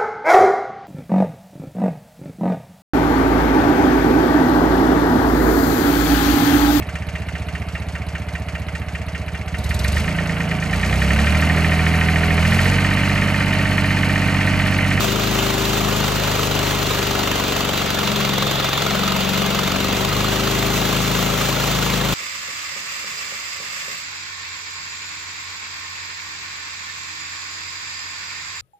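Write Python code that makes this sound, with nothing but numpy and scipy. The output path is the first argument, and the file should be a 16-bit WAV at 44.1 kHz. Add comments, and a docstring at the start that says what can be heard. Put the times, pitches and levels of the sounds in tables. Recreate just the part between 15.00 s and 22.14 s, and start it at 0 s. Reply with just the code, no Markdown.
"""Under an open wooden shed, a single-cylinder four-stroke engine drives a band sawmill through a log.
The engine, built from multiples of its firing rate and noisy puffs, throbs, barks and knocks at each firing.
It sags as the blade bites deeper and picks up speed again; the saw frame drones along.
Random snaps make the teeth rasp and chips tap the guard; filtered noise makes the band sing,
the covers clatter and the cooling fan hiss with the speed."""
import sys
import numpy as np
from scipy import signal
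from scipy.fft import rfft, irfft, next_fast_len
from scipy.io import wavfile

SR = 44100
rng = np.random.default_rng(int(sys.argv[2]) if len(sys.argv) > 2 else 0)


def materialize(psi):
    """Save the field psi as 16-bit PCM at rate SR to the path in sys.argv[1].

    A 1-D psi becomes a single channel; in a 2-D psi each row is a channel.
    """
    bounded = np.clip(np.atleast_2d(psi).T, -1, 1)
    quanta = np.round(bounded * 32767).astype(np.int16)
    wavfile.write(sys.argv[1], SR, quanta)


N = 314874   # length in samples
TIME = np.arange(N) / SR   # seconds
FFT_SIZE = next_fast_len(N, True)
HZ = np.maximum(np.arange(FFT_SIZE // 2 + 1) * SR / FFT_SIZE, 1)


def from_db(db):
    """Turn decibels into gain."""
    return np.exp(np.asarray(db) * (np.log(10) / 20))


def rms_one(x):
    """Scale to unit power."""
    return x / np.sqrt(np.mean(x ** 2) + 1e-20)


def in_time(rows):
    """Draw each column of a table as a curve with a value at every sample."""
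    s, *columns = np.transpose(rows)
    return [np.interp(TIME, s, column) for column in columns]


def at_hz(points, hz):
    """Read a spectrum on a log-frequency axis."""
    point_hz, value = np.array(points)[:, :2].T
    return np.interp(np.log(hz), np.log(point_hz), value)


def drift(rate_hz):
    """Wander at random with spread 1: noise smoothed twice, so that little above rate_hz is left."""
    step = 40   # computed at every 40th sample, then joined by lines
    r = np.exp(-2 * np.pi * step * rate_hz / SR)
    noise = rng.standard_normal(N // step + 2002)
    slow = signal.lfilter([1], [1, -2 * r, r * r], noise)[2000:]   # skip the filter's start
    return np.interp(np.arange(N) / step, np.arange(len(slow)), rms_one(slow))


def resonance_db(modes, hz):
    """Add up the power of resonances that ring side by side, in dB."""
    power = 0
    for centre, width, db in modes:
        power = power + from_db(db) ** 2 / (1 + ((hz - centre ** 2 / hz) / width) ** 2)
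    return 10 * np.log10(power)


def sag_of(rate):
    """Load on the engine: firings per second below full speed."""
    return rate.max() - rate


# How much louder the left is. Each row: frequency in Hz, left above right in dB.
LEFT_OVER_RIGHT = [(55, 0), (99, 2.5), (160, 6.5), (270, 5.5), (450, 9.5), (740, 4.5), (1220, -0.6),
                   (2010, 0.2), (3330, -1.3), (5500, 0), (15000, -0.2)]
# How far the left runs ahead. Each row: frequency in Hz, lead of the left in radians.
LEFT_LEAD = [(260, 0), (400, -.4), (780, -1.4), (1200, -.6), (1800, -.15), (2800, -.5), (4200, -.3),
             (4900, -2.1), (5500, .1), (7000, 1.3), (8900, 3.1), (11400, 3.18), (12500, 4.4), (13900, 6.28)]
# How alike left and right are. Each row: frequency in Hz, likeness from 0 (unrelated) to 1 (the same).
SIDES_ALIKE = [(150, .97), (300, .8), (550, .68), (1200, .7), (1800, .8), (2800, .62), (3600, .68),
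               (4400, .55), (5500, .74), (7800, .72), (9200, .99), (11400, .99), (12500, .66), (14000, .93)]


def side_gains():
    """Per side and frequency: gain of the sound both sides share, and of the sound in which they differ."""
    sides = np.array([[1], [-1]])
    alike = np.clip(at_hz(SIDES_ALIKE, HZ), 0, 1)
    level = from_db(sides * at_hz(LEFT_OVER_RIGHT, HZ) / 2)
    gain = level * np.exp(.5j * sides * at_hz(LEFT_LEAD, HZ))
    return gain * np.sqrt(1 + alike), gain * sides * np.sqrt(1 - alike)


SHARED_GAIN, APART_GAIN = side_gains()


def in_stereo(excitation, colour_db):
    """Mix two coloured noises into partly alike sides; lead and likeness change with frequency; rms 1."""
    shared, apart = rfft(excitation, FFT_SIZE) * from_db(colour_db(HZ))
    return rms_one(irfft(SHARED_GAIN * shared + APART_GAIN * apart, FFT_SIZE)[:, :N])


# Colour of the clatter of frame and covers. 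Each row: frequency in Hz, strength in dB per Hz.
RUMBLE_COLOUR = [(20, -24), (38, -21), (70, -8), (130, -3), (190, 0), (240, -2.5), (330, -3), (400, -0.5),
                 (470, 1.5), (600, 2), (1100, -1), (1700, -6), (4200, -10), (5200, -18), (15000, -32)]


def rumble(cycle, level_db=-26.8, shake_db=-1.7, shake_at=0.19, uneven_db=0.6):
    """Frame and covers clatter as noise, shaken twice per cycle by the piston."""
    shake_now_db = shake_db * np.cos(4 * np.pi * (cycle - shake_at)) + uneven_db * drift(50)
    shaken = rng.standard_normal((2, N)) * from_db(shake_now_db)
    return from_db(level_db) * in_stereo(shaken, lambda hz: at_hz(RUMBLE_COLOUR, hz))


# Colour of the moving air. Each row: frequency in Hz, strength in dB per Hz.
FAN_COLOUR = [(300, -19), (900, 1), (1700, -3.5), (2900, 2), (4300, -1.5), (5100, -4), (6800, -1),
              (8000, -3), (11800, -9), (13500, -6), (14600, -10), (15800, -16)]


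def fan(rate, level_db=-26.5, db_per_firing=1.7, swirl_db=1.54):
    """Air from the flywheel fan and the band wheels: the hiss climbs with speed and swirls."""
    air = rng.standard_normal((2, N)) * from_db(swirl_db * drift(12.4))
    speed_db = level_db - db_per_firing * sag_of(rate)
    return from_db(speed_db) * in_stereo(air, lambda hz: at_hz(FAN_COLOUR, hz))


# The frame's loosest modes. Each row: frequency in Hz, width in Hz, level in dB before sharpening.
FRAME_MODES = [(200, 12, -20), (208, 18, -4)]


def frame_drone(drone_db, level_db=-43.0):
    """The cut shakes the frame at random, so it hums unsteadily on its own modes."""
    shaking = rng.standard_normal((2, N))
    # doubling the dB sharpens the modes
    hum = in_stereo(shaking, lambda hz: 2 * resonance_db(FRAME_MODES, hz))
    return from_db(level_db + drone_db) * hum


def chips(hits_per_s=22, width_hz=36, low_hz=620, high_hz=4200, tilt_db=3.5, spread_db=1, count=26):
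    """Chips and loose covers tap the sheet-metal guard, ringing one of its many modes at a time."""
    out = np.zeros((2, N))
    many = int(hits_per_s * N / SR)   # taps on each mode
    r = np.exp(-np.pi * width_hz / SR)
    for k, hz in enumerate(np.geomspace(low_hz, high_hz, count)):
        taps = np.zeros((2, N))
        side, when, size = rng.random((many, 3)).T
        tap_db = tilt_db * k / count - spread_db * size
        taps[(2 * side).astype(int), (when * N).astype(int)] = from_db(tap_db)
        w = 2 * np.pi * hz / SR
        # the tiny offset keeps the filter out of very slow arithmetic
        out += signal.lfilter([0, np.sin(w)], [1, -2 * r * np.cos(w), r * r], taps + 1e-18)
    return in_stereo(out, np.zeros_like)


# Modes on which the band chatters. Each row: frequency in Hz, width in Hz, level in dB.
SING_MODES = [(3360, 100, 0.5), (3577, 64, 4.5), (3900, 72, -3)]
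# the chatter grows beyond this sag (firings per s), by this much per further firing/s lost (dB)
SING_SAG, SING_DB_PER_SAG = 2.7, 6.5


def blade_sing(sag, cycle, level_db=-39.0, chatter_db=1.0, tug_db=2.0, tug_at=0.24):
    """When the teeth dig in hard, the band chatters louder on a few modes, surging at each crank turn."""
    tug_now_db = tug_db * np.cos(4 * np.pi * (cycle - tug_at))   # two turns per cycle
    chatter = rng.standard_normal((2, N)) * from_db(chatter_db * drift(37) + tug_now_db)
    dig_db = SING_DB_PER_SAG * np.maximum(sag - SING_SAG, 0)
    return from_db(level_db + dig_db) * in_stereo(chatter, lambda hz: resonance_db(SING_MODES, hz))


# Ringing of blade and guard under the teeth. Each row: frequency in Hz, width in Hz, level in dB.
BLADE_MODES = [(1334, 190, 5), (2106, 140, 3.5), (2790, 310, 6.5), (3500, 880, -0.5), (4650, 130, 5),
               (5730, 56, -13)]


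def rasp(snaps_per_s=3000, size_db=3, clump_db=4):
    """Teeth tear out fibres of uneven size in clumps; each snap rings the blade and its guard."""
    torn = rng.random((2, N)) < snaps_per_s * from_db(clump_db * drift(70)) / SR
    size = np.minimum(rng.exponential(1, (2, N)), 4)
    snaps = torn * from_db(size_db * size) * rng.choice([-1, 1], (2, N))
    return in_stereo(snaps, lambda hz: resonance_db(BLADE_MODES, hz))


def surge_db(stroke, depth_db=0.5, peak_at=0.21):
    """The band is tugged forward at each firing, so the cut swells once per cycle."""
    return depth_db * np.cos(2 * np.pi * (stroke - peak_at))


def stroke_of(cycle, rate, opens=0.085, late_per_sag=0.021):
    """Exhaust strokes counted from the opening of the valve; a labouring engine puffs later."""
    return cycle - opens - late_per_sag * sag_of(rate) + 1


# Colour of the exhaust puffs. Each row: frequency in Hz, strength in dB per Hz.
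BARK_COLOUR = [(30, -40), (150, -21), (400, -3), (700, -0.5), (950, -4.5), (1270, -0.5), (1700, -9.5),
               (2900, -7.5), (4300, -9.5), (5200, -13.5), (7000, -12), (11800, -21), (14200, -13.5),
               (15800, -27)]
# each puff: rise (s), decay (s), share of its power that repeats from cycle to cycle
PUFF_RISE_S, PUFF_DECAY_S, PUFF_REPEATS = 0.004, 0.005, 0.15


def bark(stroke, rate, echo=0.065, echo_s=0.089, gulp=0.049, gulp_at=0.77, gulp_width=0.24,
         uneven_db=0.5, grit_db=1.0):
    """One noisy puff per cycle, partly the same pipe ring every time; a weaker gulp of intake air follows."""
    age = stroke % 1 / rate   # seconds since the valve opened
    pipe = rng.standard_normal((2, SR // 10))[:, (age * SR).astype(int)]
    fresh = rng.standard_normal((2, N))
    gas = np.sqrt(PUFF_REPEATS) * pipe + np.sqrt(1 - PUFF_REPEATS) * fresh
    chance = rng.standard_normal(256)[stroke.astype(int)]   # one draw per puff
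    rise = 1 - np.exp(-(age / PUFF_RISE_S) ** 2)
    # each puff dies fast, then lingers under the roof
    puff = rise * (np.exp(-age / PUFF_DECAY_S) + echo * np.exp(-age / echo_s))
    intake = gulp * np.exp(-((stroke % 1 - gulp_at) / gulp_width) ** 2)
    uneven = from_db(uneven_db * chance + grit_db * drift(300))
    return in_stereo(gas * (puff + intake) * uneven, lambda hz: at_hz(BARK_COLOUR, hz))


# beyond this sag (firings per s) the engine lugs: after a lag (s) the knock gains (dB per further firing/s)
LUG_SAG, LUG_LAG_S, KNOCK_DB_PER_LUG = 2.4, 0.15, 6
KNOCK_DB_PER_SAG = -2   # every firing per s lost, lugging or not


def strain_db(rate):
    """The muffler's knock softens as the engine slows, but gains sharply, a little late, when it lugs."""
    lug = np.maximum(sag_of(rate) - LUG_SAG, 0)
    late_lug = np.interp(TIME - LUG_LAG_S, TIME, lug)
    return KNOCK_DB_PER_SAG * sag_of(rate) + KNOCK_DB_PER_LUG * late_lug


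# The hardest firings. Each row: time of the peak in seconds, knock peak in dB before hard_db is added,
# pitch in Hz, crack peak in dB before crack_db is added.
HARD_FIRINGS = [(0.0474, -18.0, 740.0, -23.0), (0.735, -19.0, 1280.0, -21.0), (0.811, -17.0, 1230.0, -25.0),
                (1.3947, -18.0, 1230.0, -23.0), (1.4342, -18.0, 1070.0, -22.0),
                (1.9105, -18.0, 1250.0, -26.0), (2.155, -19.0, 1330.0, -19.0),
                (2.3167, -22.0, 1030.0, -19.0), (2.5666, -20.0, 640.0, -22.0),
                (3.0761, -22.0, 970.0, -18.0), (3.1615, -19.0, 1080.0, -18.0),
                (3.2508, -18.0, 620.0, -22.0), (3.3377, -19.0, 1080.0, -22.0),
                (3.4256, -19.0, 1140.0, -25.0), (3.6017, -18.0, 1320.0, -23.0),
                (3.69, -16.0, 1160.0, -27.0), (3.7326, -21.0, 800.0, -18.0), (3.8236, -17.0, 1270.0, -23.0),
                (3.8667, -16.0, 1330.0, -24.0), (3.9088, -19.0, 1290.0, -21.0),
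                (4.0366, -15.0, 1270.0, -23.0), (4.0801, -19.0, 1310.0, -23.0),
                (4.1224, -15.0, 1230.0, -20.0), (4.335, -22.0, 730.0, -20.0),
                (4.4216, -19.0, 1310.0, -23.0), (4.5919, -17.0, 1210.0, -21.0),
                (4.6358, -19.0, 1380.0, -22.0), (4.8484, -17.0, 1190.0, -22.0),
                (4.9705, -19.0, 820.0, -23.0), (5.05, -21.0, 1120.0, -20.0), (5.1271, -20.0, 1240.0, -23.0),
                (5.2081, -19.0, 1050.0, -21.0), (5.2464, -19.0, 1180.0, -24.0),
                (5.3994, -17.0, 1290.0, -24.0), (6.4139, -17.0, 1210.0, -30.0),
                (6.7894, -18.0, 1290.0, -26.0)]
# Colour of a knock's crack. Each row: frequency in Hz, strength in dB per Hz.
CRACK_COLOUR = [(500, -28), (1500, -8), (2300, -1), (3000, 0), (4000, 0), (5200, -8), (8000, -14),
                (15000, -22)]
CRACK_UNDER_DB = -4   # an ordinary crack against its knock, before crack_db is added


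def knocks(stroke, rate, level_db=-26.5, hard_db=-0.5, crack_db=-5.0, ring_hz=1200, spread_hz=190,
           uneven_db=0.5, delay_s=0.006, width_s=0.0031):
    """Every firing rings the muffler for a few cycles with a bright crack; some are much harder."""
    opened = np.flatnonzero(np.diff(np.floor(stroke)))   # samples at which the valve opens
    size, pitch, edge = rng.standard_normal((len(opened), 3)).T
    usual_db = level_db + strain_db(rate)[opened] + uneven_db * size
    usual_edge_db = usual_db + CRACK_UNDER_DB + uneven_db * edge
    usual = np.transpose([opened / SR + delay_s, usual_db, ring_hz + spread_hz * pitch, usual_edge_db])
    hard = np.array(HARD_FIRINGS) + [0, hard_db, 0, 0]
    # a hard firing replaces the ordinary one beside it
    usual = [row for row in usual if np.abs(hard[:, 0] - row[0]).min() > .5 / rate.max()]
    ring, burst = np.zeros((2, N))
    for s, db, hz, edge_db in [*usual, *hard]:
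        near = slice(max(int((s - 10 * width_s) * SR), 0), int((s + 10 * width_s) * SR))
        t = TIME[near] - s
        swell = np.exp(-(t / width_s) ** 2)
        ring[near] += from_db(db) * swell * np.sin(2 * np.pi * hz * t)
        burst[near] += from_db(edge_db + crack_db) * swell
    crack = burst * in_stereo(rng.standard_normal((2, N)), lambda hz: at_hz(CRACK_COLOUR, hz))
    ring_sides = irfft(rfft(ring, FFT_SIZE) * SHARED_GAIN / np.sqrt(2), FFT_SIZE)[:, :N]
    return ring_sides + crack


# Resonances of muffler, saw frame and shed that the firings excite.
# Each row: frequency in Hz, width in Hz, level in dB.
BODY_MODES = [(53.4, 10.9, -27.0), (72.5, 7.2, -34.5), (101.7, 12.7, -26.4), (114.8, 8.6, -33.3),
              (134.3, 16.1, -26.2), (151.7, 9.6, -26.6), (160.4, 4.4, -30.6), (174.5, 15.2, -35.0),
              (188.2, 10.0, -27.8), (207.0, 6.6, -27.0), (239.4, 22.4, -33.4), (266.0, 13.3, -35.9),
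              (284.0, 25.1, -35.9), (315.6, 18.2, -34.1), (338.5, 8.0, -38.5), (361.9, 22.4, -43.4),
              (392.9, 12.9, -29.3), (405.4, 20.6, -35.4), (437.6, 18.3, -40.4), (481.5, 30.3, -45.1),
              (512.7, 30.9, -46.9), (593.0, 45.0, -45.0), (661.0, 18.0, -42.5)]
# The growl above the drone, which swells and fades during the cut. Each row: time in seconds, level in dB.
GROWL_LEVEL = [(0.0, -0.5), (0.9, 2), (1.1, -0.5), (1.6, 4.5), (2.1, 1.5), (2.6, 0), (3.1, -2), (3.7, -4),
               (4.6, -3), (4.95, 1.8), (5.15, 1), (5.4, 1), (5.9, 1.9), (6.5, -0.6), (7.14, -2)]
# the flywheel keeps the hum steady: wander of the crank (cycles), waver of each line (dB)
CRANK_JITTER, WAVER_DB = 0.001, 0.9


def throb(cycle, rate, drone_db, piston_lead=0.038, piston_smear=0.0026, firing_lag=0.102,
          firing_smear=0.0191, drone_hz=197, drone_width_hz=28, growl_from_hz=215, growl_full_hz=245,
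          growl_lag=0.458, piston_order=7, count=29):
    """Clean multiples of the firing rate swell, fade and shift as they slide through fixed resonances."""
    out = np.zeros((2, N))
    grid = np.arange(1, 1000)   # Hz
    power, held_back = 0, 0
    for hz, width, db in BODY_MODES:
        offset = 2 * (grid - hz) / width
        power = power + (from_db(db) / (1 + offset ** 2)) ** 2
        held_back = held_back + 2 * np.arctan(offset)   # delay as phase, in radians
    body = np.sqrt(power)
    tilt = from_db(at_hz(LEFT_OVER_RIGHT, grid) / 2)
    in_frame = np.exp(-((grid - drone_hz) / drone_width_hz) ** 2)
    growl_db, = in_time(GROWL_LEVEL)
    crank = cycle + CRANK_JITTER * drift(2)
    for k in range(2, count):
        hz = k * rate
        in_growl = np.interp(hz, [growl_from_hz, growl_full_hz], [0, 1])
        swell_db = drone_db * np.interp(hz, grid, in_frame) + growl_db * in_growl
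        level = np.interp(hz, grid, body) * from_db(WAVER_DB * drift(3.2) + swell_db)
        if k > piston_order:   # each resonance delays the upper orders, spreading them into uneven sub-beats
            phase = 2 * np.pi * k * (crank - growl_lag) - np.interp(hz, grid, held_back)
            line = level * np.cos(phase)
        elif k % 2:   # odd orders come from the firing alone; reflections smear them
            line = level * np.sin(2 * np.pi * (k * (crank - firing_lag) - firing_smear * k * k))
        else:   # even orders add up to the piston's thump, once per turn of the crank
            line = level * np.cos(2 * np.pi * (k * (crank + piston_lead) - piston_smear * k * k))
        lean = np.interp(hz, grid, tilt)
        out[0] += line * lean
        out[1] += line / lean
    return out


# Engine speed. Each row: time in seconds, firings per second.
ENGINE_SPEED = [(0.0, 26.036), (0.6, 26.224), (1.0, 25.745), (1.8, 25.192), (2.1, 24.601), (2.7, 23.62),
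                (3.0, 23.462), (3.3, 22.706), (3.8, 22.718), (4.0, 23.494), (4.6, 23.322), (5.0, 24.504),
                (5.2, 25.878), (6.0, 26.781), (7.14, 26.664)]
# The drone near 200 Hz, which swells and fades during the cut. Each row: time in seconds, level in dB.
DRONE_LEVEL = [(0.0, 3), (1.0, 3), (1.15, 0.4), (1.7, -0.4), (2.2, 5), (2.8, -4), (3.05, 0.5), (3.35, 7),
               (3.6, -4.5), (3.85, -4), (4.0, 4.5), (4.7, 3.5), (5.0, 10.5), (5.25, -1), (5.7, 3), (6.2, 3),
               (6.55, -3), (6.8, 2.8), (7.14, 4.5)]
# the load shows as sag, the firings per s lost from full speed; each one lost adds this much (dB)
BARK_DB_PER_SAG, BITE_DB_PER_SAG = 0.43, 0.6


def scene(rasp_db=-31.5, chips_db=-30.5, bark_db=-27.6, first_cycle=0.0654):
    """One crankshaft times the engine's sounds; the saw runs on top, and bark and rasp grow with the load."""
    rate, = in_time(ENGINE_SPEED)
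    drone_db, = in_time(DRONE_LEVEL)
    sag = sag_of(rate)
    cycle = first_cycle + np.cumsum(rate) / SR
    stroke = stroke_of(cycle, rate)
    background = rumble(cycle) + fan(rate) + frame_drone(drone_db)
    cut = from_db(chips_db) * chips() + blade_sing(sag, cycle)
    cut += from_db(rasp_db + BITE_DB_PER_SAG * sag) * rasp()
    exhaust = from_db(bark_db + BARK_DB_PER_SAG * sag) * bark(stroke, rate) + knocks(stroke, rate)
    engine = exhaust + throb(cycle, rate, drone_db)
    return background + from_db(surge_db(stroke)) * cut + engine


def record(dry, cutoff_hz=15900):
    """The treble above the cutoff is removed steeply."""
    return signal.sosfilt(signal.ellip(12, .1, 90, cutoff_hz, fs=SR, output="sos"), dry)


dry = scene()
out = record(dry)
materialize(out)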